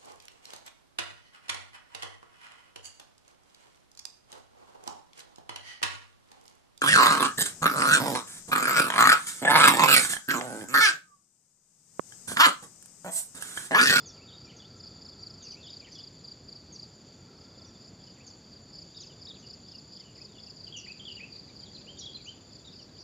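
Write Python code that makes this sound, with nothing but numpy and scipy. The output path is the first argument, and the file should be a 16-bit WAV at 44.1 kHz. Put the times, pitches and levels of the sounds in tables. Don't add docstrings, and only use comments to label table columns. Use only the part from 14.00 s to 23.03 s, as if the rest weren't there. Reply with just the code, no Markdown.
import sys
import numpy as np
from scipy import signal
from scipy.fft import rfft, irfft, next_fast_len
from scipy.io import wavfile

SR = 44100
rng = np.random.default_rng(int(sys.argv[2]) if len(sys.argv) > 2 else 0)


def linear_from_db(decibels):
    return 10 ** (np.asarray(decibels, float) / 20)


def generate_wav(signal):
    frames = np.transpose(np.atleast_2d(signal))
    scaled = np.clip(frames, -1, 1) * 32767
    pcm = np.round(scaled).astype(np.int16)
    wavfile.write(sys.argv[1], SR, pcm)


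N = 398223

# (time from its peak [ms], pitch [Hz], level [dB])
STROKES = [
    [(-14, 5150, -20.5), (-8, 4930, -11), (-4.5, 4790, -6.5), (0, 4670, 1), (4, 4530, -12.5),
     (5.5, 4300, -8.5), (8, 4350, -20.5), (5.5, 4140, -15), (14, 3850, -29.5)],
    [(-13.5, 5600, -26), (-5, 5120, -4.5), (0.5, 4830, 3), (2, 4700, -4), (4, 4675, 4), (5, 4530, -6.5),
     (9, 4450, -4.5), (13, 4250, -26)],
]
# (multiple of the pitch, level [dB])
STROKE_OVERTONES = [
    [(2, -15.5), (3, -16)],
    [(2, -10.5), (3, -16)],
]
# (first stroke [s], last stroke [s], first level [dB], last level [dB])
NEAR_CHIRPS = [
    [(0.1471, 0.1786, -45, -45), (0.3842, 0.4514, -45, -44.5), (0.5889, 0.6562, -49, -46),
     (0.8606, 0.8606, -42, -41), (1.0625, 1.0625, -40, -38.5), (1.1307, 1.1307, -46, -46),
     (1.1978, 1.1978, -44, -45), (1.2354, 1.2719, -35, -34), (1.4741, 1.5453, -37, -37),
     (1.7340, 1.806, -38.5, -37.5), (2.0064, 2.0774, -39.5, -37.5), (2.2495, 2.3204, -38, -37.5),
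     (2.4919, 2.5634, -38, -37.5), (2.7623, 2.8334, -39, -36.5), (4.5315, 4.5689, -43, -44),
     (5.8899, 5.9562, -52, -43), (6.5730, 6.6807, -41.5, -36), (6.7032, 6.7369, -44, -48),
     (6.8505, 6.922, -39, -36.5), (6.9762, 6.9762, -42.5, -43), (7.02, 7.054, -50, -47),
     (7.0886, 7.1591, -37.5, -36.5), (7.2126, 7.246, -46, -50), (7.3277, 7.3979, -38.5, -38.5),
     (7.451, 7.4846, -47, -47), (7.5665, 7.6367, -39, -37.5), (7.717, 7.7853, -47, -43.5),
     (7.9919, 8.0265, -41, -49), (8.2273, 8.2951, -45, -45.5), (8.7734, 8.7734, -44, -44),
     (9.0086, 9.0086, -43.5, -45)],
    [(0.0062, 0.0382, -48, -48), (0.8052, 0.8746, -44, -42.5), (1.0228, 1.0916, -45, -42),
     (1.3065, 1.381, -42.5, -52), (1.4555, 1.5239, -46.5, -41.5), (1.6716, 1.7402, -45, -43),
     (1.9223, 1.9903, -45.5, -41.5), (3.382, 3.4471, -50, -51), (3.589, 3.6521, -51, -49),
     (3.8188, 3.8817, -49.5, -50), (4.04, 4.1067, -50.5, -49.5), (4.2749, 4.3065, -48, -48),
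     (4.7361, 4.7677, -46, -49), (4.7528, 4.8226, -44, -43), (4.9732, 5.0725, -42, -46),
     (5.2221, 5.2901, -44, -42.5), (5.4717, 5.539, -44.5, -41.5), (5.6875, 5.788, -46, -42),
     (5.9348, 6.0033, -44.5, -42.5), (6.04, 6.04, -52, -48), (6.1586, 6.1586, -49, -48),
     (6.1848, 6.2532, -45, -41.5), (6.4014, 6.504, -48, -41.5), (8.529, 8.5925, -48, -51),
     (8.7366, 8.7366, -47, -48), (8.7624, 8.8262, -49, -50), (8.9898, 9.0227, -47, -46.5)],
]
STROKE_GAP_S, BASE_CHIRP_GAP_S = .034, .24
INNER_PULSE_DB, INNER_PULSE_LATE_S = 1.26, .0005

# (time [ms], pitch [Hz], level [dB])
LOW_PULSE_SHAPE = [(-12.5, 5100, -16.5), (-10.5, 3680, -7), (-3.5, 3560, -1), (9.5, 3430, -2.5),
                   (18, 3350, -19)]
# (first pulse [s], last pulse [s], first level [dB], last level [dB])
LOW_PULSE_TRAINS = [(0.009, 0.056, -53, -54), (0.114, 0.114, -55, -58), (0.786, 1.017, -64, -66.5),
                    (1.076, 1.129, -70, -59), (3.46, 3.697, -64, -61), (3.758, 3.758, -58, -61),
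                    (4.849, 4.893, -71, -63), (5.129, 5.129, -57, -60), (5.194, 5.194, -61, -61),
                    (5.431, 5.431, -61, -64), (8.369, 8.605, -65, -63)]
LOW_GAP_S, FARTHER_LOW_GAP_S, FARTHER_LOW_DB = .047, .0468, -69.0

# (start [s], end [s], level [dB])
HIGH_PHRASES = [(0, .5, -58.5), (.75, 1.4, -58.5), (1.55, 2.55, -58.5), (2.8, 3.25, -59), (3.55, 4.42, -59),
                (4.6, 5.65, -57.5), (5.8, 6.6, -58.5), (6.72, 7.2, -57.5), (7.6, 8.7, -57.5),
                (8.95, 9.03, -61)]
# (time [ms], pitch [Hz], level [dB])
HIGH_PULSE_SHAPE = [(-20, 7160, -21), (-13, 7150, -3), (1, 7120, -4), (12.5, 7080, 0.5), (19, 7010, -20)]
HIGH_PULSES_PER_S, HIGH_FIRST_S = 16.09, .031

# (start [s], length [ms], first pitch [Hz], last pitch [Hz], level [dB])
BIRD_GLIDES = [(0.056, 57, 6960, 5070, -46.5), (0.448, 22, 5750, 5050, -56), (0.765, 30, 6450, 6050, -64),
               (1.205, 31, 5650, 5750, -62), (4.07, 28, 3050, 2950, -65), (5.662, 35, 3630, 3080, -64),
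               (6.285, 16, 3750, 3650, -62), (6.468, 26, 2840, 2570, -63), (7.712, 21, 1950, 2050, -68),
               (7.968, 24, 3300, 3130, -56), (7.97, 22, 3700, 3500, -53), (7.795, 24, 5200, 4300, -52),
               (6.36, 38, 2860, 2810, -64), (1.425, 22, 6500, 5300, -60), (8.2, 18, 4870, 3900, -56),
               (8.3, 10, 4320, 1810, -63), (8.676, 14, 5550, 5500, -64), (8.885, 32, 1600, 1680, -71),
               (0.562, 32, 6780, 5400, -56), (1.412, 20, 4070, 2900, -61), (1.422, 52, 7020, 5150, -51),
               (1.44, 55, 2940, 2380, -63), (1.512, 28, 5930, 5940, -56), (1.61, 19, 4800, 4050, -52),
               (1.92, 35, 6250, 5600, -55.5), (2.722, 45, 7000, 5270, -50), (3.655, 44, 6030, 5300, -58.5),
               (4.0, 20, 3520, 3120, -61), (4.262, 34, 7260, 5300, -53), (5.005, 35, 7100, 5100, -49),
               (5.385, 37, 6860, 5660, -61), (5.705, 35, 3860, 2830, -65), (5.735, 40, 2860, 2820, -62.5),
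               (5.948, 11, 3030, 3950, -61), (5.968, 14, 3740, 2900, -56), (5.997, 43, 3800, 2380, -61),
               (6.045, 72, 3020, 2790, -61.5), (6.33, 38, 3810, 2720, -61.5),
               (6.381, 16.6, 3560, 3220, -49), (7.35, 14.2, 4320, 3500, -55), (7.485, 20, 4270, 3420, -57),
               (7.805, 17, 4570, 2600, -62), (7.905, 9, 4380, 2740, -62), (8.245, 36, 7300, 5600, -54.5),
               (8.652, 26, 2510, 5520, -70), (8.808, 50, 5840, 4980, -58.5), (8.885, 24, 4150, 3680, -65),
               (8.968, 27, 2740, 5850, -62), (8.996, 20, 5850, 5320, -56)]
# (share of its length, level [dB])
GLIDE_LOUDNESS = [(0, -1), (.3, -0.5), (.62, -4), (1, -9)]
# (start [s], length [ms], lowest pitch [Hz], last pitch [Hz], level [dB])
BIRD_DIPS = [(0.16, 82, 2220, 2700, -61.5), (1.515, 83, 2230, 2700, -59.5), (4.155, 73, 1840, 2685, -63),
             (5.99, 30, 2030, 2160, -67), (6.152, 80, 1920, 2630, -61.5), (7.345, 34, 1700, 2198, -69),
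             (7.472, 36, 1920, 2380, -62.5)]
# (share of its length, share of the climb back, level [dB])
DIP_COURSE = [(0.251, .3, -7), (.52, 0, -8.5), (.73, .9, 1), (1, 1, -4)]
DIP_FIRST_PITCH, DIP_FIRST_DB = 1.25, -5
BIRD_SYLLABLES = { "warble": ([(0, 3300, -12), (6, 3802, -4), (20.1, 3381, -4), (28.6, 3553, -3),
                  (43, 2967, -14), (55.2, 3400, 0), (64, 3900, -1.5), (73.6, 3640, -4.5),
                  (88.5, 3730, -10)], [(0.272, -53, 1), (1.627, -48.5, 0.99)]), "turn": ([(0, 2750, -16),
                  (19.6, 2400, -9), (39.4, 2284, -14), (41.85, 2752, -6), (46.6, 3206, -0.5),
                  (61.2, 2660, -7.5), (71.6, 1922, -7.5), (90.3, 2652, -13)], [(0.45, -56.5, 1.005),
                  (1.803, -53, .995)]), "two-beat": ([(0, 3645, -18), (16, 3356, 0), (27.3, 3480, -10),
                  (34.1, 2950, -9), (50.2, 2950, -15), (62.1, 3530, -3), (87, 3540, -20)],
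                  [(0.589, -51.5, 1.005), (1.945, -49, .995)]), "chip": ([(0, 3452, -2), (7.9, 4102, -1.5),
                  (22, 3778, -6)], [(4.945, -52.5, 0.98), (5.268, -46, 0.97), (8.643, -53, .96)]),
                  "chup": ([(0, 3880, -1), (11, 3570, -4.5), (23.2, 3380, -9)], [(4.974, -49, 0.99),
                  (5.298, -42.5, 0.99), (8.671, -48.5, 1.01)]), "plunge": ([(0, 4400, 0), (13.24, 3620, -2),
                  (22.7, 2745, -17), (35, 2570, -5)], [(5.015, -51.5, 1), (5.34, -52, 0.99),
                  (8.712, -57, .99)]), "sigh": ([(0, 3250, -14), (18, 2978, 2), (35, 2720, -10)],
                  [(5.088, -58, 1.02), (5.42, -61.5, .98), (8.785, -61, 1.01)]), "flick": ([(0, 2342, -17),
                  (5, 3430, -1), (15.1, 3092, -0.5), (27, 3118, -10), (52, 3250, -15)], [(6.665, -51, .95),
                  (6.993, -44.5, 1.005)]), "quaver": ([(0, 2700, -28), (5, 3452, -1.5), (13, 3202, -11),
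                  (20.8, 3379, -4), (35, 3050, -3.5), (47.4, 2858, -3), (53.2, 3068, -6), (66.4, 2800, -7),
                  (82, 2898, -14), (101, 2887, -25)], [(6.721, -41, .98), (7.049, -39, 1.005)]),
                  "hook": ([(0, 2788, -4), (12, 2960, -6), (25.1, 2642, -13), (33, 1884, -11),
                  (42, 2453, -2), (60, 2572, -9), (75.6, 2543, 1), (88, 2769, -9), (110, 2649, -34)],
                  [(6.833, -46, .995), (7.165, -42.5, 1.005)]), "upper seep": ([(0, 6319, 1), (6, 7066, -2),
                  (16.9, 6820, -5), (28, 6249, -6)], [(6.762, -48.5, 1.005), (7.984, -46.5, .995)]),
                  "lower seep": ([(0, 5158, -12), (7, 6047, 0), (20.6, 5700, -0.5), (35.1, 5168, -6),
                  (60, 4247, -12)], [(6.765, -46, 1.015), (7.987, -45, .985)]), "drop": ([(0, 3250, -1),
                  (4, 4199, -4), (13.8, 3379, -7), (24, 3270, -8), (43.6, 3298, -1)], [(7.607, -56, .97),
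                  (8.007, -40.5, 1.005)]), "settle": ([(0, 3700, -6), (3, 3952, 0), (15.1, 3388, -1),
                  (27, 3262, -7), (46, 3360, -8), (64, 3370, -20)], [(7.655, -53.5, 1.005),
                  (8.054, -41.5, .995)]), "whip": ([(0, 2800, -26), (5, 4600, -6), (11, 4970, -16),
                  (20.8, 4110, -2.5), (34, 4150, -1), (44, 2511, -26)], [(7.73, -42.5, .995),
                  (8.129, -37.5, 1.005)]), "murmur": ([(0, 2350, -5), (14, 2650, -1), (30, 2450, -6),
                  (46, 2300, -8)], [(7.772, -66, 1.005), (8.172, -60.5, .995)]), "rise": ([(0, 2278, -20),
                  (15, 2810, -6.5), (30, 3051, 0), (41.5, 3145, -2), (62.4, 3092, -16), (86, 3050, -29)],
                  [(7.862, -48, 1.005), (8.256, -43.5, .995)]), }

# (time [s], level [dB rms])
FAR_CRICKET_LEVEL = [(0.0, -56), (3.34, -58.5), (6.89, -56.5), (9.03, -56.5)]
FAR_SINGERS = 11

LEAVES_T60_S, LEAVES_DB = 0.55, -11.5
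GRASS_T60_S, GRASS_DB = 0.038, -8.5
TWIGS_T60_S, TWIGS_DB = 0.12, -3
BANK_T60_S, BANK_DB, BANK_DELAY_S = 0.1, -14.5, .042

# (time [s], firing rate [Hz], level [dB])
ENGINE_SPEED = [(6.2, 88.2, -77), (7.0, 92, -70), (7.6, 92.9, -68.5), (8.3, 96.6, -76.5), (9.03, 98.3, -70)]
# (multiple of the firing rate, level [dB])
ENGINE_LINES = [(4, 1), (5, -1.8), (6, -1.7)]
# (frequency [Hz], level [dB per Hz])
RUMBLE_SPECTRUM = [(15, -61), (25, -45), (46, -11.5), (96, -2), (178, -2.5), (289, -7.5), (395, -10),
                   (947, -21.5), (1370, -24.5), (1730, -26.5), (2600, -29), (3380, -49), (5720, -120)]
# (frequency [Hz], level [dB per Hz])
HISS_SPECTRUM = [(1800, -33), (2600, -10.5), (3500, -2.5), (4050, -13.5), (4700, 3.5), (5600, -8.5),
                 (6100, -2), (6500, -7.5), (7000, 5.5), (7400, -7), (8000, -32)]
RUMBLE_DB, HISS_DB = -53.5, -63
# (frequency [Hz], level [dB per Hz])
WHINE_SPECTRUM = [(1250, -14), (1320, -1), (1390, -2.5), (1460, -15)]
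# (time [s], usual level [dB rms])
WHINE_LOUDNESS = [(0, -70), (1.4, -72), (1.8, -99), (2.9, -81), (3.1, -74), (3.7, -75), (4.0, -95)]

# (frequency [Hz], level [dB per Hz])
MIC_HISS_SPECTRUM = [(6000, -10.5), (7600, 3), (8300, -0.5), (10000, -5), (12000, -8.5), (14000, -6.5),
                     (15600, -2)]
MIC_HISS_DB, MIC_CUT_HZ, MIC_LEAK_DB = -83, 7430, -29.5


def near_crickets():
    crickets = np.zeros(N)
    for chirps, shape, overtones in zip(NEAR_CHIRPS, STROKES, STROKE_OVERTONES):
        crickets += pulses(trains(chirps, STROKE_GAP_S), shape, 0.0045, overtones)
    return crickets + linear_from_db(GRASS_DB) * leaves(crickets, t60=GRASS_T60_S)


def birds():
    direct, hidden = np.zeros(N), np.zeros(N)
    waver = 0.011 * drift(150)
    for note in bird_notes():
        rows = np.array(note) + [0, 0, 3]
        add_tone(direct, rows, 0, waver=waver)
        extra_loss = .45 * max(rows[:, 2].max() + 52, 0)
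        add_tone(hidden, rows - [0, 0, extra_loss], 0, waver=waver)
    twigs = leaves(hidden, t60=TWIGS_T60_S)
    bank = np.roll(leaves(direct, t60=BANK_T60_S), int(BANK_DELAY_S * SR))
    fluttering = direct * linear_from_db(1.2 * drift(70))
    return fluttering + linear_from_db(TWIGS_DB) * twigs + linear_from_db(BANK_DB) * bank


def bird_notes():
    notes = []
    along, swell = np.transpose(GLIDE_LOUDNESS)
    for start, ms, first, last, db in BIRD_GLIDES:
        pitch = first * (last / first) ** along
        notes.append(np.transpose([start + along * ms / 1000, pitch, db + swell]))

    along, climb, swell = np.transpose(DIP_COURSE)
    for start, ms, low, last, db in BIRD_DIPS:
        opening = [start, DIP_FIRST_PITCH * last, db + DIP_FIRST_DB]
        rest = np.transpose([start + along * ms / 1000, low + climb * (last - low), db + swell])
        notes.append(np.vstack([opening, rest]))

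    for shape, sung in BIRD_SYLLABLES.values():
        ms, hz, swell = np.transpose(shape)
        for start, db, pitch in sung:
            notes.append(np.transpose([start + ms / 1000, pitch * hz, db + swell]))
    return notes


def low_insects():
    farther = [(s, FARTHER_LOW_DB) for s in np.arange(0, N / SR, FARTHER_LOW_GAP_S)]
    return pulses(trains(LOW_PULSE_TRAINS, LOW_GAP_S) + farther, LOW_PULSE_SHAPE, detune=0.0046)


def high_insect():
    beat = np.arange(HIGH_FIRST_S, N / SR, 1 / HIGH_PULSES_PER_S)
    train = [(s, db) for start, end, db in HIGH_PHRASES for s in beat if start < s < end]
    return pulses(train, HIGH_PULSE_SHAPE, detune=0.0027) * linear_from_db(2.0 * drift(70))


def far_crickets():
    events = []
    for start, tempo, far in rng.random((FAR_SINGERS, 3)):
        chirp_gap = BASE_CHIRP_GAP_S * (.9 + .25 * tempo)
        for chirp in np.arange(start - 1, 40) * chirp_gap:
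            for k in range(4):
                events.append((chirp + k * STROKE_GAP_S, -8.0 * far - 2.0 * (3 - k)))
    events = [event for event in events if 0 < event[0] < N / SR]
    chorus = pulses(events, STROKES[0], detune=0.0147)
    blurred = chorus + linear_from_db(2.5) * leaves(chorus)
    return linear_from_db(in_time(FAR_CRICKET_LEVEL)) * rms_one(blurred)


def far_engine():
    s, hz, db = np.transpose(ENGINE_SPEED)
    engine = np.zeros(N)
    for multiple, line_db in ENGINE_LINES:
        add_tone(engine, np.transpose([s, multiple * hz, db + line_db]), 0)
    return engine * linear_from_db(5.1 * drift(2.8))


def background():
    rumble = linear_from_db(RUMBLE_DB + 0.46 * drift(2.3)) * coloured(RUMBLE_SPECTRUM)
    hiss = linear_from_db(HISS_DB + 0.94 * drift(4.1)) * coloured(HISS_SPECTRUM)
    whine = linear_from_db(in_time(WHINE_LOUDNESS) + 2.0 * drift(5)) * coloured(WHINE_SPECTRUM)
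    return rumble + hiss + whine


def leaves(x, t60=LEAVES_T60_S):
    t = np.arange(SR // 2) / SR
    onset = np.clip(t / 0.0047, 0, 1)
    tail = rng.standard_normal(len(t)) * linear_from_db(-60 * t / t60) * onset
    tail = tail / np.sqrt(np.sum(tail ** 2))
    stirred = rms_one(.6 + drift(160))
    return signal.fftconvolve(x * stirred, tail)[:N]


def trains(rows, gap_s):
    events = []
    for first, last, first_db, last_db in rows:
        along = np.linspace(0, 1, 1 + round((last - first) / gap_s))
        inside = (along > 0) & (along < 1)
        times = first + along * (last - first) + INNER_PULSE_LATE_S * inside
        levels = first_db + along * (last_db - first_db) + INNER_PULSE_DB * inside
        events += zip(times, levels)
    return events


def pulses(events, shape, detune, overtones=()):
    out = np.zeros(N)
    ms, hz, db = np.transpose(shape)
    chances = rng.standard_normal((len(events), 2))
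    for (s, level_db), (off, turn) in zip(events, chances):
        rows = np.transpose([s + ms / 1000, hz * (1 + detune * off), db + level_db])
        add_tone(out, rows, turn, overtones)
    return out


def add_tone(out, rows, turn, overtones=(), waver=np.zeros(N)):
    s, hz, db = np.transpose(rows)
    at = np.arange(max(int(s[0] * SR), 0), min(int(s[-1] * SR), N))
    t = at / SR
    pitch = np.interp(t, s, hz) * (1 + waver[at])
    phase = 2 * np.pi * (turn + np.cumsum(pitch) / SR)
    ends = np.clip(np.minimum(t - s[0], s[-1] - t) / .003, 0, 1)
    level = np.interp(t, s, db)
    tone = linear_from_db(level) * np.sin(phase)
    even = db.max() + 0.4 * (level - db.max())
    for multiple, overtone_db in overtones:
        tone += linear_from_db(even + overtone_db) * np.sin(multiple * phase)
    out[at] += ends * tone


def coloured(spectrum):
    hz, db = np.transpose(spectrum)
    size = next_fast_len(N)
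    grid = np.maximum(np.fft.rfftfreq(size, 1 / SR), 1)
    gain = linear_from_db(np.interp(np.log(grid), np.log(hz), db, left=-80, right=-80))
    noise = rng.standard_normal(size)
    return rms_one(irfft(rfft(noise) * gain, size)[:N])


def drift(rate, size=N):
    r = np.exp(-2 * np.pi * rate / SR)
    noise = rng.standard_normal(size + 9000)
    return rms_one(signal.lfilter([1], [1, -2 * r, r * r], noise)[9000:])


def in_time(rows):
    return np.interp(np.arange(N) / SR, *np.transpose(rows))


def rms_one(x):
    return x / np.sqrt(np.mean(x ** 2) + 1e-20)


def scene():
    near = near_crickets() + birds() + low_insects() + high_insect()
    far = far_crickets() + far_engine() + background()
    return np.tile(near + linear_from_db(LEAVES_DB) * leaves(near) + far, (2, 1))


def band_limit(x):
    return signal.sosfilt(signal.butter(12, 15530, fs=SR, output="sos"), x)


def record(dry):
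    low_pass = signal.ellip(6, .5, 45, MIC_CUT_HZ, fs=SR, output="sos")
    cut = signal.sosfilt(low_pass, dry)
    leak = linear_from_db(MIC_LEAK_DB)
    mix = (1 - leak) * cut + leak * dry + linear_from_db(MIC_HISS_DB) * coloured(MIC_HISS_SPECTRUM)
    return band_limit(mix)


dry = scene()
out = record(dry)
generate_wav(out)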